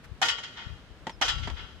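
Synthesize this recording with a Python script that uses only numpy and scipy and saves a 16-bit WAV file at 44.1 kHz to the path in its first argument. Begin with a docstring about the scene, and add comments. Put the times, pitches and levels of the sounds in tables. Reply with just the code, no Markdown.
"""Wind buffets the left microphone over a quiet outdoor background, and something scuffs faintly.
Then a hammer hits steel twice, a second apart, out of sight on a building site. Each blow shakes the
steel so that it clanks and rings on; the sound comes round a corner and bounces back off several walls.
Two lighter, duller knocks fall nearer by, one before the second blow and one after it.
Just after the first knock, a faint chirp glides down."""
import sys
import numpy as np
from scipy import signal
from scipy.fft import rfft, irfft
from scipy.io import wavfile

SR = 44100
rng = np.random.default_rng(int(sys.argv[2]) if len(sys.argv) > 2 else 0)


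def unload_audio(sound):
    """Save the sound as a 16-bit wav file, at the path given as the first command line argument."""
    columns = np.transpose(np.atleast_2d(sound))
    # keep every value between -1 and 1, then stretch to whole-number steps
    steps = np.round(np.clip(columns, -1, 1) * 32767)
    wavfile.write(sys.argv[1], SR, steps.astype(np.int16))


N = 79380
T = np.arange(N) / SR
FREQS = np.maximum(np.fft.rfftfreq(N, 1 / SR), 1)
BASS_HZ, TREBLE_HZ = 1190, 7400
ALIKE_HZ = 1570  # below this, both microphones hear much the same

# Paths a blow takes round the corner and off the walls. In all tables, fade_s is the time to drop
# by 60 dB and pan_db is left minus right.
# delay_s, level_db, rise_s, fade_s, bass_db, treble_db, pan_db
SOUND_PATHS = [(0, -5, 0.001, 0.035, 13.5, 8, -3), (.0068, 5, 0.0027, 0.04, -1.5, 1.5, 4.5),
               (0.021, -10, 0.015, 0.25, -3, 5.5, 1), (0.0677, 2, 0.0015, 0.075, -12, 2, 6),
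               (0.076, -8, .003, 0.19, -7.5, -3, 5), (0.167, -16, 0.0014, 0.073, 0, 1.5, 2.5),
               (0.216, -12.5, 0.0033, 0.12, -14, -5, 3), (0.34, -16, 0.023, 0.46, -7.5, -14.5, 5.5),
               (.05, -20.5, .05, 1.5, -15, -4.5, 2.5)]


def undb(db):
    """Turn decibels into a gain to multiply by."""
    return 10 ** (np.asarray(db) / 20)


def pan(db):
    """Left and right gains that make the left side louder by db."""
    return undb(np.array([[db], [-db]]) / 2)


def fade(age, fade_s):
    """Silent before age 0, then dropping from full level by 60 dB every fade_s."""
    return (age >= 0) * np.exp(-np.log(1000) * np.maximum(age, 0) / fade_s)


def colour(points):
    """A gain for every frequency, joining up (pitch_hz, level_db) points."""
    hz, db = np.array(points).T
    return undb(np.interp(np.log(FREQS), np.log(hz), db))


def tone_db(hz, bass_db, treble_db, bass_hz):
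    """Bass and treble controls: the decibels they add at one pitch."""
    return bass_db / (1 + (hz / bass_hz) ** 4) + treble_db * (hz / TREBLE_HZ) ** 1.5


def stereo_noise():
    """Spectra of white noise at two microphones: alike in the bass, unrelated in the treble."""
    mid, side = rfft(rng.standard_normal((2, N)))
    alike = .85 / (1 + (FREQS / ALIKE_HZ) ** 4)
    return mid * np.sqrt(1 + alike) + side * np.sqrt(1 - alike) * np.array([[1], [-1]])


def shaped(spectrum, gain):
    """Filter a noise spectrum and turn it into sound with an average power of 1."""
    noise = irfft(spectrum * gain, N)
    return noise / np.sqrt(np.mean(noise ** 2))


def wander(per_s):
    """A random curve that glides through 512 values, per_s of them a second, then holds."""
    return np.interp(T * per_s, np.arange(512), rng.standard_normal(512))


def uneven(axis, step):
    """Random ups and downs, one value every step along a time or frequency axis."""
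    spots = np.arange(0, axis[-1], step)
    return np.interp(axis, spots, rng.standard_normal(len(spots)))


def air():
    """The quiet outdoor background: low noise whose level drifts a little."""
    # Tone of the background: pitch_hz, level_db
    air_tone = [(15, -37), (25, -16.5), (74, -9), (140, -9), (208, -11.5), (326, -15.5), (802, -21),
                (1070, -23.5), (1560, -21.5), (2250, -26.5), (3010, -27), (3630, -29), (14000, -52.5)]
    return shaped(stereo_noise(), colour(air_tone)) * undb(-53 + 0.6 * wander(per_s=9.03))


def wind():
    """Wind pushes on the microphones, mostly the left: a low rumble and single swings of pressure."""
    # Strength of the gusts over time: time_s, level_db
    gusts = [(0.0, -64), (0.064, -42.5), (0.09, -51), (0.124, -50), (0.144, -43.5), (0.224, -51.5),
             (0.596, -60), (0.66, -46), (0.722, -36), (0.782, -54), (0.886, -53), (0.906, -44),
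             (0.942, -50), (1.132, -50.5), (1.158, -50.5), (1.362, -31.5), (1.538, -33.5), (1.584, -42),
             (1.644, -36), (1.674, -58), (1.768, -44.5), (1.8, -56)]
    # Tone of the rumble: pitch_hz, level_db
    rumble_tone = [(20, -16), (45, 4.5), (72, 3), (115, -6), (170, -18.5), (300, -27), (800, -60.5)]
    # Single shoves of air on the left microphone: middle_s, level_db
    buffets = [(0.121, -27), (0.67, -26), (0.705, -35), (0.724, -28), (1.37, -22.5), (1.398, -25),
               (1.456, -23.5)]
    left_db, right_db, buffet_s = 1, -20, 0.0026
    gust_times, gust_db = np.array(gusts).T
    rumble = shaped(rfft(rng.standard_normal((2, N))), colour(rumble_tone))
    out = rumble * undb(np.interp(T, gust_times, gust_db)) * undb([[left_db], [right_db]])
    for middle_s, level_db in buffets:
        offset = (T - middle_s) / buffet_s
        out[0] += undb(level_db) * (1 - offset ** 2) * np.exp(-offset ** 2 / 2)  # dip, peak, dip
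    return out


def scuff():
    """A soft, gritty hiss that swells and is gone in a moment."""
    # Tone of the hiss: pitch_hz, level_db
    scuff_tone = [(200, -21), (1500, 7.5), (3500, -4), (10000, -14.5), (14000, -20)]
    middle_s, width_s, level_db = 0.049, 0.0078, -50.5
    swell = np.exp(-((T - middle_s) / width_s) ** 2 / 2)
    return shaped(stereo_noise(), colour(scuff_tone)) * undb(level_db) * swell


def arrivals(age):
    """The power each path brings after a blow: a quick swell, then little reflections dying away."""
    levels = []
    for delay_s, level_db, rise_s, fade_s, *_ in SOUND_PATHS:
        swell = np.clip((age - delay_s) / rise_s, 0, 1)
        tail = fade(np.maximum(age - delay_s - rise_s, 0), fade_s)
        levels.append(undb(level_db) * swell * tail)
    reflections = undb(2.5 * uneven(T, step=1 / 300))  # some are stronger than others
    return (np.array(levels) * reflections) ** 2


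def heard_level(path_power, hz, fade_s, far_db):
    """Left and right level of one pitch over time: all paths add up, and each rings on."""
    delay_s, *_, bass_db, treble_db, pan_db = np.array(SOUND_PATHS).T
    from_far_wall = delay_s > .015
    path_db = tone_db(hz, bass_db, treble_db, BASS_HZ) + far_db * from_far_wall
    power = undb([path_db + pan_db / 2, path_db - pan_db / 2]) ** 2 @ path_power
    carry = fade(1 / SR, fade_s) ** 2  # share of the power still ringing one sample later
    return np.sqrt(signal.lfilter([1 - carry], [1, -carry], power + 1e-18))


def clank(path_power, patchiness, treble_db, far_db):
    """Struck steel shakes at so many close pitches that they blur into bands of noise."""
    # Bands of the clank: pitch_hz, level_db, fade_s, pan_db
    bands = [(216, -40, 0.044, 0), (338, -19, 0.15, 5.5), (496, -18.5, 0.6, 1), (680, -21, 0.24, 28),
             (896, -9.5, 0.089, -2.5), (1023, -15, 0.16, 16), (1405, -9.5, 0.027, -17.5),
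             (1770, -5, .07, 3), (2164, -10.5, 0.023, -21.5), (2860, -2.5, 0.12, -1.5),
             (3200, 0, 0.13, 0.5), (3380, -3, 0.035, 1), (4540, -10, 0.046, -13), (4350, -5, 0.16, -1.5),
             (6370, -12, 0.05, -16.5), (6830, -13.5, 0.15, -13), (7830, -17, 0.067, -4),
             (11000, -27.5, .03, -2.5), (13800, -34, .02, 1)]
    log_centres = np.log(sorted(row[0] for row in bands))
    low_cut = np.minimum(FREQS / bands[0][0], 1) ** 2
    noise = stereo_noise() * patchiness * low_cut
    out = np.zeros((2, N))
    for (hz, level_db, fade_s, pan_db), this_band in zip(bands, np.eye(len(bands))):
        band = shaped(noise, np.interp(np.log(FREQS), log_centres, this_band))
        gain = undb(-26.5 + level_db + tone_db(hz, 0, treble_db, BASS_HZ))
        out += band * heard_level(path_power, hz, fade_s, far_db) * pan(pan_db) * gain
    return out


def steel_ring(path_power, blow_number, far_db):
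    """The steel rings with its own clear tones; where the hammer lands sets their mix."""
    # Tones of the steel: pitch_hz, fade_s, first_blow_db, second_blow_db, towards_far_walls_db
    steel_tones = [(712, .08, -12, -2, -10), (755, .1, 1, -1, -10), (807, .1, 1, -1, -8),
                   (922, .14, 1, -2, 0), (1141, .45, -3, -6, 0), (1233, .14, -1, -2, -3),
                   (1355, .5, -5, 0, 2), (1396, .16, 3, 0, -5), (1432, .45, -3, -9, 2),
                   (1463, .16, 4, -4, -4), (1513, .2, -4, 3, -2), (1805, .12, 0, -2, -6),
                   (1881, .16, 3, 0, -5), (2011, .18, 2, -4, -3), (2494, .14, 0, 0, -6),
                   (2815, .45, -4, -5, 1), (3011, .3, -2, -5, 0), (3120, .22, -2, -1, -3),
                   (3165, .1, 1, -4, -5), (3237, .35, -1, 0, 2), (3399, .2, 0, 4, -4),
                   (3892, .3, -3, -4, -1), (4328, .18, -9, -9, -4), (4683, .2, -7, -7, -1),
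                   (4834, .3, -10, -10, 2), (5550, .18, -9, -11, -1), (5727, .13, -12, 3, -15),
                   (11120, .08, -28, -30, -6)]
    waver_db, blur_rad, lean_left_db = 3, 0.99, 4.5
    out = np.zeros((2, N))
    for hz, fade_s, *blow_db, towards_walls_db in steel_tones:
        spread_rad = min(hz / ALIKE_HZ * 0.88, 2)  # high tones are less in step between the sides
        phase = rng.uniform(0, 2 * np.pi) + spread_rad * rng.standard_normal((2, 1))
        waver = undb(waver_db * np.array([wander(per_s=70), wander(per_s=70)]))
        tone = np.sin(2 * np.pi * hz * T + phase + blur_rad * wander(per_s=45))
        level = heard_level(path_power, hz, fade_s, far_db + towards_walls_db)
        gain = undb(-30 + blow_db[blow_number]) * pan(lean_left_db * (hz > BASS_HZ))
        out += tone * waver * level * gain
    return out


def hammer():
    """Each blow on the steel sets off a clank and a ring, and both echo off the walls."""
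    # Hammer blows: start_s, level_db, treble_db, pan_db, far_walls_db
    blows = [(0.2150, -2, -1, -1.5, 0), (1.2122, -2.5, -2.5, -1.7, -0.5)]
    patchiness = undb(4 * uneven(FREQS, step=45))  # the steel favours some pitches over others
    out = np.zeros((2, N))
    for number, (start_s, level_db, treble_db, pan_db, far_db) in enumerate(blows):
        path_power = arrivals(T - start_s)
        blow = clank(path_power, patchiness, treble_db, far_db) + steel_ring(path_power, number, far_db)
        out += blow * undb(level_db) * pan(pan_db)
    return out


def knocks():
    """Short, dry knocks: a crack and a brief ring, then a thinner echo from the nearest wall."""
    # Light knocks: start_s, level_db, bass_db, treble_db, echo_db, ring_db
    hits = [(1.0682, 0.5, -1, 7, -6, 1.5), (1.4730, 0.5, -6, 3, -6, -6)]
    # Tones a knock rings with: pitch_hz, fade_s, level_db
    knock_tones = [(234, 0.061, -2), (526, 0.032, 0), (906, 0.07, 4.5), (1366, 0.024, -1.5),
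                   (1930, 0.027, 2), (3180, 0.045, -6.5)]
    # Tone of the crack: pitch_hz, level_db
    crack_tone = [(70, -32), (130, -10), (220, 6.5), (420, -2), (650, -4), (900, -1), (1450, -8.5),
                  (1950, -9), (2600, -13.5), (3150, -8.5), (3700, -15.5), (7000, -28), (14000, -63)]
    rise_s, echo_s, echo_bass_db, bass_hz = 0.00096, .0258, -6.5, 510
    out = np.zeros((2, N))
    for start_s, level_db, bass_db, treble_db, echo_db, ring_db in hits:
        direct, echo = (0, 0, bass_db), (echo_s, echo_db, bass_db + echo_bass_db)
        for delay_s, path_db, low_db in (direct, echo):
            age = T - start_s - delay_s
            tilt = lambda hz: undb(tone_db(hz, low_db, treble_db, bass_hz))
            crack = shaped(stereo_noise(), colour(crack_tone) * tilt(FREQS)) * fade(age, fade_s=0.077)
            ring = sum(undb(db) * tilt(hz) * np.sin(2 * np.pi * hz * age) * fade(age, fade_s)
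                       for hz, fade_s, db in knock_tones)
            knock = undb(-30) * crack + undb(-33.5 + ring_db) * ring
            out += undb(level_db + path_db) * np.clip(age / rise_s, 0, 1) * knock
    return out


def chirp():
    """A faint whistle that drops quickly in pitch and levels out."""
    start_s, length_s, level_db = 1.110, .06, -56
    from_hz, to_hz, fall_s, off_pitch_hz = 7100, 5080, .008, 130
    age = np.maximum(T - start_s, 0)
    hz = to_hz + (from_hz - to_hz) * np.exp(-age / fall_s) + off_pitch_hz * wander(per_s=980)
    swell = np.sin(np.pi * np.minimum(age / length_s, 1) ** .7)
    return undb(level_db) * swell * np.sin(2 * np.pi * np.cumsum(hz) / SR)


def scene():
    """All the sounds added up at the two microphones."""
    return hammer() + knocks() + chirp() + wind() + air() + scuff()


def record(dry):
    """The recorder rounds off the loudest peaks and steeply cuts the highest treble."""
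    ceiling, top_hz = .42, 14300
    rounded = dry / (1 + (dry / ceiling) ** 6) ** (1 / 6)
    return signal.sosfilt(signal.ellip(10, .2, 70, top_hz, fs=SR, output="sos"), rounded)


dry = scene()
out = record(dry)
unload_audio(out)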